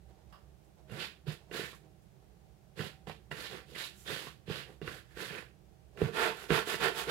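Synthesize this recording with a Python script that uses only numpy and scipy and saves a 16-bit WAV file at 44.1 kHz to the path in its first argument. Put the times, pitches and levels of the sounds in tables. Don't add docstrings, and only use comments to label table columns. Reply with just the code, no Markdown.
import sys
import numpy as np
from scipy import signal
from scipy.fft import rfft, irfft, next_fast_len
from scipy.io import wavfile

SR = 44100
rng = np.random.default_rng(int(sys.argv[2]) if len(sys.argv) > 2 else 0)


def bounce(signal):
    frames = np.transpose(np.atleast_2d(signal))
    limited = np.clip(frames, -1, 1)
    pcm = np.round(limited * 32767).astype(np.int16)
    wavfile.write(sys.argv[1], SR, pcm)


N = 313110
TIME = np.arange(N) / SR
BINS_HZ = np.maximum(np.fft.rfftfreq(next_fast_len(N), 1 / SR), 1)

# (start [s], rise [s], hold [s], rub [dB], bowl wall [dB],
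# swish [dB re rub], powder hiss [dB re rub], hand pocket [Hz], pocket level [dB re rub])
FINGER_STROKES = [(0.859, 0.12, 0.054, -54, -46.5, -3.5, -10, 1630, -1.5),
                  (0.970, 0.048, 0.025, -46.5, -56, 2.5, -10, 2650, -1),
                  (1.254, 0.037, 0.023, -53.5, -46.5, 2.5, -10, 2480, -17),
                  (1.5, 0.067, 0.09, -46, -44.5, -0.5, -7.5, 1630, -2),
                  (1.672, 0.024, 0.023, -60.5, -70, -1, -6, 1900, -11),
                  (2.750, 0.06, 0.059, -49.5, -45.5, -0.5, -8.5, 2750, -5),
                  (3.062, 0.018, 0.033, -57.5, -49.5, 0, -8.5, 2600, -7),
                  (3.305, 0.013, 0.055, -52.5, -49.5, -3, -8.5, 2000, -2),
                  (3.349, 0.061, .03, -50.5, -49.5, -1.5, -6, 4300, -4),
                  (3.417, 0.042, .01, -54, -57, 6.5, -6, 4250, -2),
                  (3.478, 0.047, 0.057, -52, -46, -3, -10, 2460, -12),
                  (3.632, 0.1, 0.034, -71, -57.5, 8.5, 3, 1800, -8),
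                  (3.742, .018, .045, -52, -55, -2, -9, 1840, 7),
                  (3.755, 0.043, 0.058, -51, -60, 4, -1, 3880, 3),
                  (3.913, 0.089, 0.099, -72.5, -89, 0, 10, 1700, -11),
                  (4.036, 0.085, 0.041, -44.5, -43.5, 0, -7.5, 3420, -3),
                  (4.148, 0.047, 0.082, -52, -52.5, 1.5, -5, 1110, -3.5),
                  (4.448, 0.099, 0.059, -48, -48, 0, -10, 2920, -3.5),
                  (4.642, 0.052, 0.034, -67.5, -52.5, -5, -5.5, 2890, -20),
                  (4.818, 0.0073, 0.028, -63.5, -48, 6, -12, 1580, -14),
                  (4.832, 0.052, 0.091, -54.5, -49, -0.5, -5.5, 1540, -0.5),
                  (5.048, 0.089, .03, -70, -78, -4, -5, 1700, 3),
                  (5.137, 0.09, 0.053, -48.5, -47.5, 0, -6, 1710, -1),
                  (5.251, 0.097, 0.05, -49, -45.5, -5.5, -12.5, 2410, -3.5)]
# (start [s], length [s], scrape [dB],
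# bowl wall [dB], swish [dB re scrape], powder hiss [dB re scrape])
BOWL_SLIDES = [(5.96, 0.17, -48, -40.5, -7, -12), (6.116, 0.23, -34, -37, -7, -14),
               (6.316, 0.19, -52.5, -53.5, -3, -5.5), (6.482, 0.15, -33.5, -35, -6, -12.5),
               (6.642, 0.15, -41, -45.5, -0.5, -5), (6.785, .13, -32.5, -33, -6.5, -13.5),
               (6.929, 0.14, -41.5, -46, -2.5, -6), (7.063, 0.14, -33.5, -30.5, -5.5, -15)]
# (time [s], base thud [dB], wall knock [dB], tock [dB], tock centre [Hz])
BOWL_BLOWS = [(0.896, -51, -48, -51.5, 1500), (0.911, -40, -63, -63, 2960), (1.268, -42, -39.5, -61, 1500),
              (1.276, -38.5, -51, -51, 1500), (1.513, -58, -37, -42.5, 1700),
              (1.548, -62, -35.5, -58, 1600), (1.595, -65, -33, -58, 1600), (1.731, -72, -68, -49, 1130),
              (2.792, -34, -34, -37, 1720), (2.806, -43, -35, -36.5, 1510), (3.071, -41.5, -47, -42, 770),
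              (3.096, -54, -51, -35.5, 860), (3.314, -45, -38.5, -33, 1740), (3.761, -60, -47.5, -41, 1950),
              (4.27, -55, -46.5, -41, 990), (4.479, -38, -41, -58, 1510), (4.500, -38, -31.5, -46, 800),
              (4.816, -41.5, -35.5, -45, 1720), (4.877, -70, -35.5, -33, 1520),
              (5.171, -66, -40, -47, 1600), (5.974, -59, -56, -45, 1600),
              (6.017, -22.5, -18.5, -35.5, 1360), (6.505, -27, -17, -23.5, 1370),
              (6.522, -58, -28, -29, 1330), (6.674, -57, -32.5, -58, 1600),
              (6.742, -43, -31.5, -28.5, 1590)]
# (time [s], level [dB])
FINGERTIP_RUBS = [(.12, -68.5), (.27, -69), (.43, -69), (.66, -79), (.83, -71), (1.46, -67), (1.83, -70),
                  (2.05, -81), (2.26, -70.5), (2.47, -69.5), (3.0, -69), (5.62, -82), (5.8, -88),
                  (5.98, -67)]
CRUMB_FALLS = [(.645, -74), (.914, -61), (1.319, -54.5), (1.748, -62.5), (2.02, -74)]

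# (frequency [Hz], level [dB], time to fall 60 dB [s])
STRUCK_MODES = [(118, -14, 0.074), (153.7, 4, 0.17), (212.3, -3.5, 0.18), (363, -2, 0.061),
                (374.3, -4, 0.074), (422, 7.5, 0.031), (496, -3.5, 0.046), (722, 1, 0.053), (850, 3, 0.014),
                (1105, 3.5, 0.025), (1335, -4.5, 0.063), (1536, 7.5, 0.0088), (1780, 2, 0.018),
                (1977, 0.5, 0.039), (2800, 14, 0.056), (3600, 14.5, 0.0062)]
# (frequency [Hz], width [Hz], level [dB])
SCOOP_MODES = [(145, 46, -0.5), (227.5, 38, -2.5), (330, 73, -4), (418.6, 55, 3), (500, 78, -2),
               (736, 140, -7.5), (1014, 460, -18)]
SLIDE_MODES = [(149, 25, -9.5), (207.3, 22, -6), (338, 66, -5), (438, 68, 5.5), (474.4, 72, 2.5)]
UPPER_WALL_MODES = [(625, 48, 11), (696, 43, 6.5), (730, 19, -5.5), (887, 18, 12), (1070, 140, 0),
                    (1376, 25, 11), (1470, 74, 2), (1760, 76, 2), (2527, 110, 8)]

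# (frequency [Hz], density [dB])
FLOUR_SPECTRUM = [(450, -6), (650, -12), (1000, -9.5), (1250, -5), (1650, 2.5), (2000, 1.5), (2600, -7.5),
                  (3500, -28), (5500, -40)]
SCRAPE_SPECTRUM = [(450, -36), (650, -4.5), (1000, -3), (1600, 1), (2100, -1.5), (2700, -8.5), (3600, -10),
                   (5500, -36)]
SWISH_SPECTRUM = [(1500, -8.5), (2200, -1.5), (2700, 3), (3600, 2.5), (4900, -3.5), (5700, -17),
                  (7500, -31)]
POWDER_SPECTRUM = [(3500, -28), (5500, -4.5), (7500, 1), (9000, -3.5), (10500, 0), (13000, -4.5),
                   (15700, -11)]
CRUNCH_SPECTRUM = [(400, 10), (900, -0.5), (1800, 3.5), (3500, -4), (5500, -21), (10000, -32.5),
                   (15000, -58)]
PUFF_SPECTRUM = [(50, -38), (95, 4.5), (150, 9.5), (215, -12), (290, -15), (900, -32), (4000, -90)]
TAP_SPECTRUM = [(300, -26), (850, -7.5), (1200, 0), (1400, -7), (1700, -11), (2300, -28), (2900, -12),
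                (4000, -26), (5000, -17), (6000, -35), (15000, -31)]
FINGERTIP_SPECTRUM = [(200, -15), (400, 0), (800, -3), (1200, -16), (3000, -22), (5000, -24), (8000, -28),
                      (11000, -38), (15000, -50)]
ROOM_SPECTRUM = [(15, -57), (25, -37), (45, -8), (64, -0.5), (79, -7), (93, -12.5), (133, -4), (204, -11),
                 (253, -30), (313, -15.5), (433, -19.5), (523, -22.5), (782, -23.5), (997, -32),
                 (15500, -46)]
# (frequency [Hz], level [dB])
HUM_TONES = [(64.6, -68), (140, -75), (382, -82), (628, -84), (765, -83)]

# (frequency [Hz], left minus right [dB])
BOWL_SHADING = [(60, -11.5), (200, -12), (380, -9.5), (1300, -10.5), (4400, -12.5), (6500, -15),
                (8200, -19), (9300, 0), (10500, 2.6), (12500, -2), (15000, -2)]
ROOM_SHADING = [(60, -12), (400, -12.5), (750, -8.5), (1300, -3.5), (4400, -2), (15000, 0)]
# (frequency [Hz], correlation [0-1])
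BOWL_CORRELATION = [(100, 0.64), (450, 0.76), (740, 0.93), (1250, 0), (3000, 0)]
ROOM_CORRELATION = [(60, 0.47), (300, 0.64), (650, 0), (1400, 0.043)]


def scooping(wall_lead_s=0.025):
    strokes = []
    for start, rise_s, hold_s, rub_db, wall_db, swish_db, powder_db, _, _ in FINGER_STROKES:
        rub = from_db(rub_db) * push(start, rise_s, hold_s)
        wall = from_db(wall_db) * push(start, rise_s, hold_s - wall_lead_s)
        strokes.append((rub, wall, from_db(swish_db) * rub, from_db(powder_db) * rub))
    slips = grains(spread_db=2.0, bunch_db=1.55, bunch_hz=160)
    return friction(strokes, slips, FLOUR_SPECTRUM, SCOOP_MODES,
                    peaks_db=-8.0, rub_db=1.0, wall_db=0.0, swish_db=3.0, powder_db=1.5)


def push(start, rise_s, hold_s, sag_db_per_s=39.5, settle_db_per_s=222):
    age = TIME - start
    swell = np.sin(np.pi / 2 * np.clip(age / rise_s, 0, 1)) ** 2
    sag_db = sag_db_per_s * np.clip(age - rise_s, 0, max(hold_s, 0))
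    settle_db = settle_db_per_s * np.clip(age - rise_s - hold_s, 0, 1)
    return swell * from_db(-sag_db - settle_db)


def grains(spread_db, bunch_db, bunch_hz):
    sizes = from_db(spread_db * drift(2500) + bunch_db * drift(bunch_hz))
    return unit_rms(stereo_noise(BOWL_CORRELATION) * sizes)


def friction(strokes, slips, spectrum, modes, peaks_db, rub_db, wall_db, swish_db, powder_db):
    rub_gain, wall_gain, swish_gain, powder_gain = np.sqrt(sum(np.square(gains) for gains in strokes))
    rub = coloured(slips, spectrum)
    peaks = sum(resonate(rub, [mode]) for mode in UPPER_WALL_MODES)
    rub = from_db(rub_db) * rub_gain * unit_rms(rub + from_db(peaks_db) * peaks)
    wall = from_db(wall_db) * wall_gain * unit_rms(resonate(slips, modes))
    loose = grains(spread_db=0.0, bunch_db=1.0, bunch_hz=170)
    swish = from_db(swish_db) * swish_gain * coloured(loose, SWISH_SPECTRUM)
    powder = from_db(powder_db) * powder_gain * coloured(loose, POWDER_SPECTRUM)
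    return rub + wall + swish + powder


def hand_pocket(trim_db=0.5, width_hz=680):
    slips = grains(spread_db=-3.0, bunch_db=4.5, bunch_hz=120)
    out = np.zeros((2, N))
    for start, rise_s, hold_s, rub_db, _, _, _, pocket_hz, pocket_db in FINGER_STROKES:
        mode = [(pocket_hz, width_hz, 0)]
        hollow = unit_rms(resonate(resonate(slips, mode), mode))
        out += from_db(trim_db + rub_db + pocket_db) * push(start, rise_s, hold_s) * hollow
    return out


def shaking():
    slides = []
    for start, length_s, scrape_db, wall_db, swish_db, powder_db in BOWL_SLIDES:
        scrape = from_db(scrape_db) * swing(start, length_s, power=1.55)
        wall = from_db(wall_db) * swing(start, length_s, power=0.9)
        hiss = from_db(scrape_db) * swing(start, length_s, power=1.21)
        slides.append((scrape, wall, from_db(swish_db) * hiss, from_db(powder_db) * hiss))
    slips = grains(spread_db=2.5, bunch_db=0.9, bunch_hz=270)
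    return friction(slides, slips, SCRAPE_SPECTRUM, SLIDE_MODES,
                    peaks_db=-3.5, rub_db=3.5, wall_db=0.5, swish_db=2.5, powder_db=1.0)


def swing(start, length_s, power, coast_db_per_s=247):
    speed = np.sin(np.pi * np.clip((TIME - start) / length_s, 0, 1))
    level_db = 20 * power * np.log10(speed + 1e-12)
    coast_db = coast_db_per_s * TIME
    return from_db(np.maximum.accumulate(level_db + coast_db) - coast_db)


def blows(ring_db=-3.0, scatter_db=0.8, tock_octaves=0.28, base_lag_s=0.004):
    times, thud_db, knock_db, tock_db, tock_hz = np.transpose(BOWL_BLOWS)
    wall_at = np.round(times * SR).astype(int)
    base_at = wall_at + int(base_lag_s * SR)
    ringing = np.zeros(N)
    for k, (hz, mode_db, t60_s) in enumerate(STRUCK_MODES):
        if hz < 260:
            at, blow_db = base_at, thud_db
        elif hz < 600:
            at, blow_db = wall_at, knock_db
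        else:
            off_centre = np.log2(hz / tock_hz) / tock_octaves
            at, blow_db = wall_at, tock_db - 10 * np.log10(1 + off_centre ** 4)
        clicks = np.zeros(N)
        clicks[at] = from_db(blow_db + mode_db + ring_db + scatter_db * rng.standard_normal(len(at)))
        ringing += (-1) ** k * ring(clicks, hz, t60_s)
    crunch = burst(wall_at, tock_db - 2.0, CRUNCH_SPECTRUM, decay_s=0.0036)
    puff = burst(base_at, thud_db - 4.5, PUFF_SPECTRUM, decay_s=0.031)
    return ringing + crunch + puff


def light_tap(time_s=0.326):
    return burst([int(time_s * SR)], db=-53.5, spectrum=TAP_SPECTRUM, decay_s=0.037)


def fingertips(half_width_s=0.065):
    rustle = coloured(grains(spread_db=4.0, bunch_db=4.0, bunch_hz=37), FINGERTIP_SPECTRUM)
    swells = sum(from_db(db) / (1 + ((TIME - time_s) / half_width_s) ** 4)
                 for time_s, db in FINGERTIP_RUBS)
    return rustle * swells


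def crumbs():
    times, db = np.transpose(CRUMB_FALLS)
    return burst(np.round(times * SR).astype(int), db, POWDER_SPECTRUM, decay_s=0.028)


def kitchen_reflections(x, wet_db=-3.0, t60_s=0.19, gap_s=0.004, band_hz=(580, 7060)):
    age = TIME[:SR // 2]
    tail = rng.standard_normal((2, len(age))) * np.exp(-np.log(1000) * age / t60_s) * (age > gap_s)
    tail /= np.sqrt(np.sum(tail ** 2, axis=1, keepdims=True))
    tail = signal.sosfilt(signal.butter(2, band_hz, "band", fs=SR, output="sos"), tail)
    return from_db(wet_db) * signal.fftconvolve(x, tail, axes=1)[:, :N]


def room_tone(noise_db=-59, waver_db=6.0):
    air = coloured(stereo_noise(ROOM_CORRELATION), ROOM_SPECTRUM)
    hum = sum(from_db(db + waver_db * drift(7.9)) * np.sin(2 * np.pi * hz * TIME + drift(5.8))
              for hz, db in HUM_TONES)
    return from_db(noise_db) * air + hum


def microphone(x, shading):
    left = from_db(per_bin(shading))
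    equal_power = np.sqrt(2 / (1 + left ** 2))
    return filtered(x, np.array([left, np.ones_like(left)]) * equal_power)


def burst(at, db, spectrum, decay_s):
    clicks = np.zeros(N)
    clicks[at] = from_db(db)
    envelope = signal.lfilter([1], [1, -np.exp(-1 / (decay_s * SR))], clicks + 1e-18)
    return envelope * coloured(stereo_noise(BOWL_CORRELATION), spectrum)


def resonate(x, modes):
    out = 0
    for k, (hz, width_hz, db) in enumerate(modes):
        radius = np.exp(-np.pi * width_hz / SR)
        poles = [1, -2 * radius * np.cos(2 * np.pi * hz / SR), radius ** 2]
        gain = (-1) ** k * from_db(db) * (1 - radius ** 2) / 2
        out = out + gain * signal.lfilter([1, 0, -1], poles, x)
    return out


def ring(clicks, hz, t60_s):
    radius = np.exp(-np.log(1000) / (t60_s * SR))
    angle = 2 * np.pi * hz / SR
    return signal.lfilter([0, np.sin(angle)], [1, -2 * radius * np.cos(angle), radius ** 2], clicks + 1e-18)


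def stereo_noise(correlation):
    alike = np.clip(per_bin(correlation), -0.99, 0.99)
    mid, side = filtered(rng.standard_normal((2, N)), np.sqrt([1 + alike, 1 - alike]))
    return np.array([mid + side, mid - side])


def drift(rate_hz):
    knots = rng.standard_normal(20000)
    return unit_rms(np.interp(TIME * rate_hz, np.arange(len(knots)), knots))


def coloured(x, spectrum):
    return unit_rms(filtered(x, from_db(per_bin(spectrum))))


def filtered(x, gain):
    size = next_fast_len(N)
    return irfft(rfft(x, size) * gain, size)[..., :N]


def per_bin(table):
    hz, value = np.transpose(table)
    return np.interp(np.log(BINS_HZ), np.log(hz), value)


def unit_rms(x):
    return x / np.sqrt(np.mean(x ** 2) + 1e-20)


def from_db(db):
    return 10 ** (np.asarray(db) / 20)


def scene():
    rubbing = scooping() + hand_pocket() + shaking()
    hits = blows() + light_tap()
    direct = rubbing + hits + fingertips() + crumbs()
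    reflected = kitchen_reflections(hits + from_db(-6.5) * rubbing)
    return microphone(direct + reflected, BOWL_SHADING) + microphone(room_tone(), ROOM_SHADING)


def record(dry):
    thinned = signal.sosfilt(signal.butter(4, 46, "high", fs=SR, output="sos"), dry)
    return signal.sosfilt(signal.ellip(12, 0.1, 80, 15800, fs=SR, output="sos"), thinned)


dry = scene()
out = record(dry)
bounce(out)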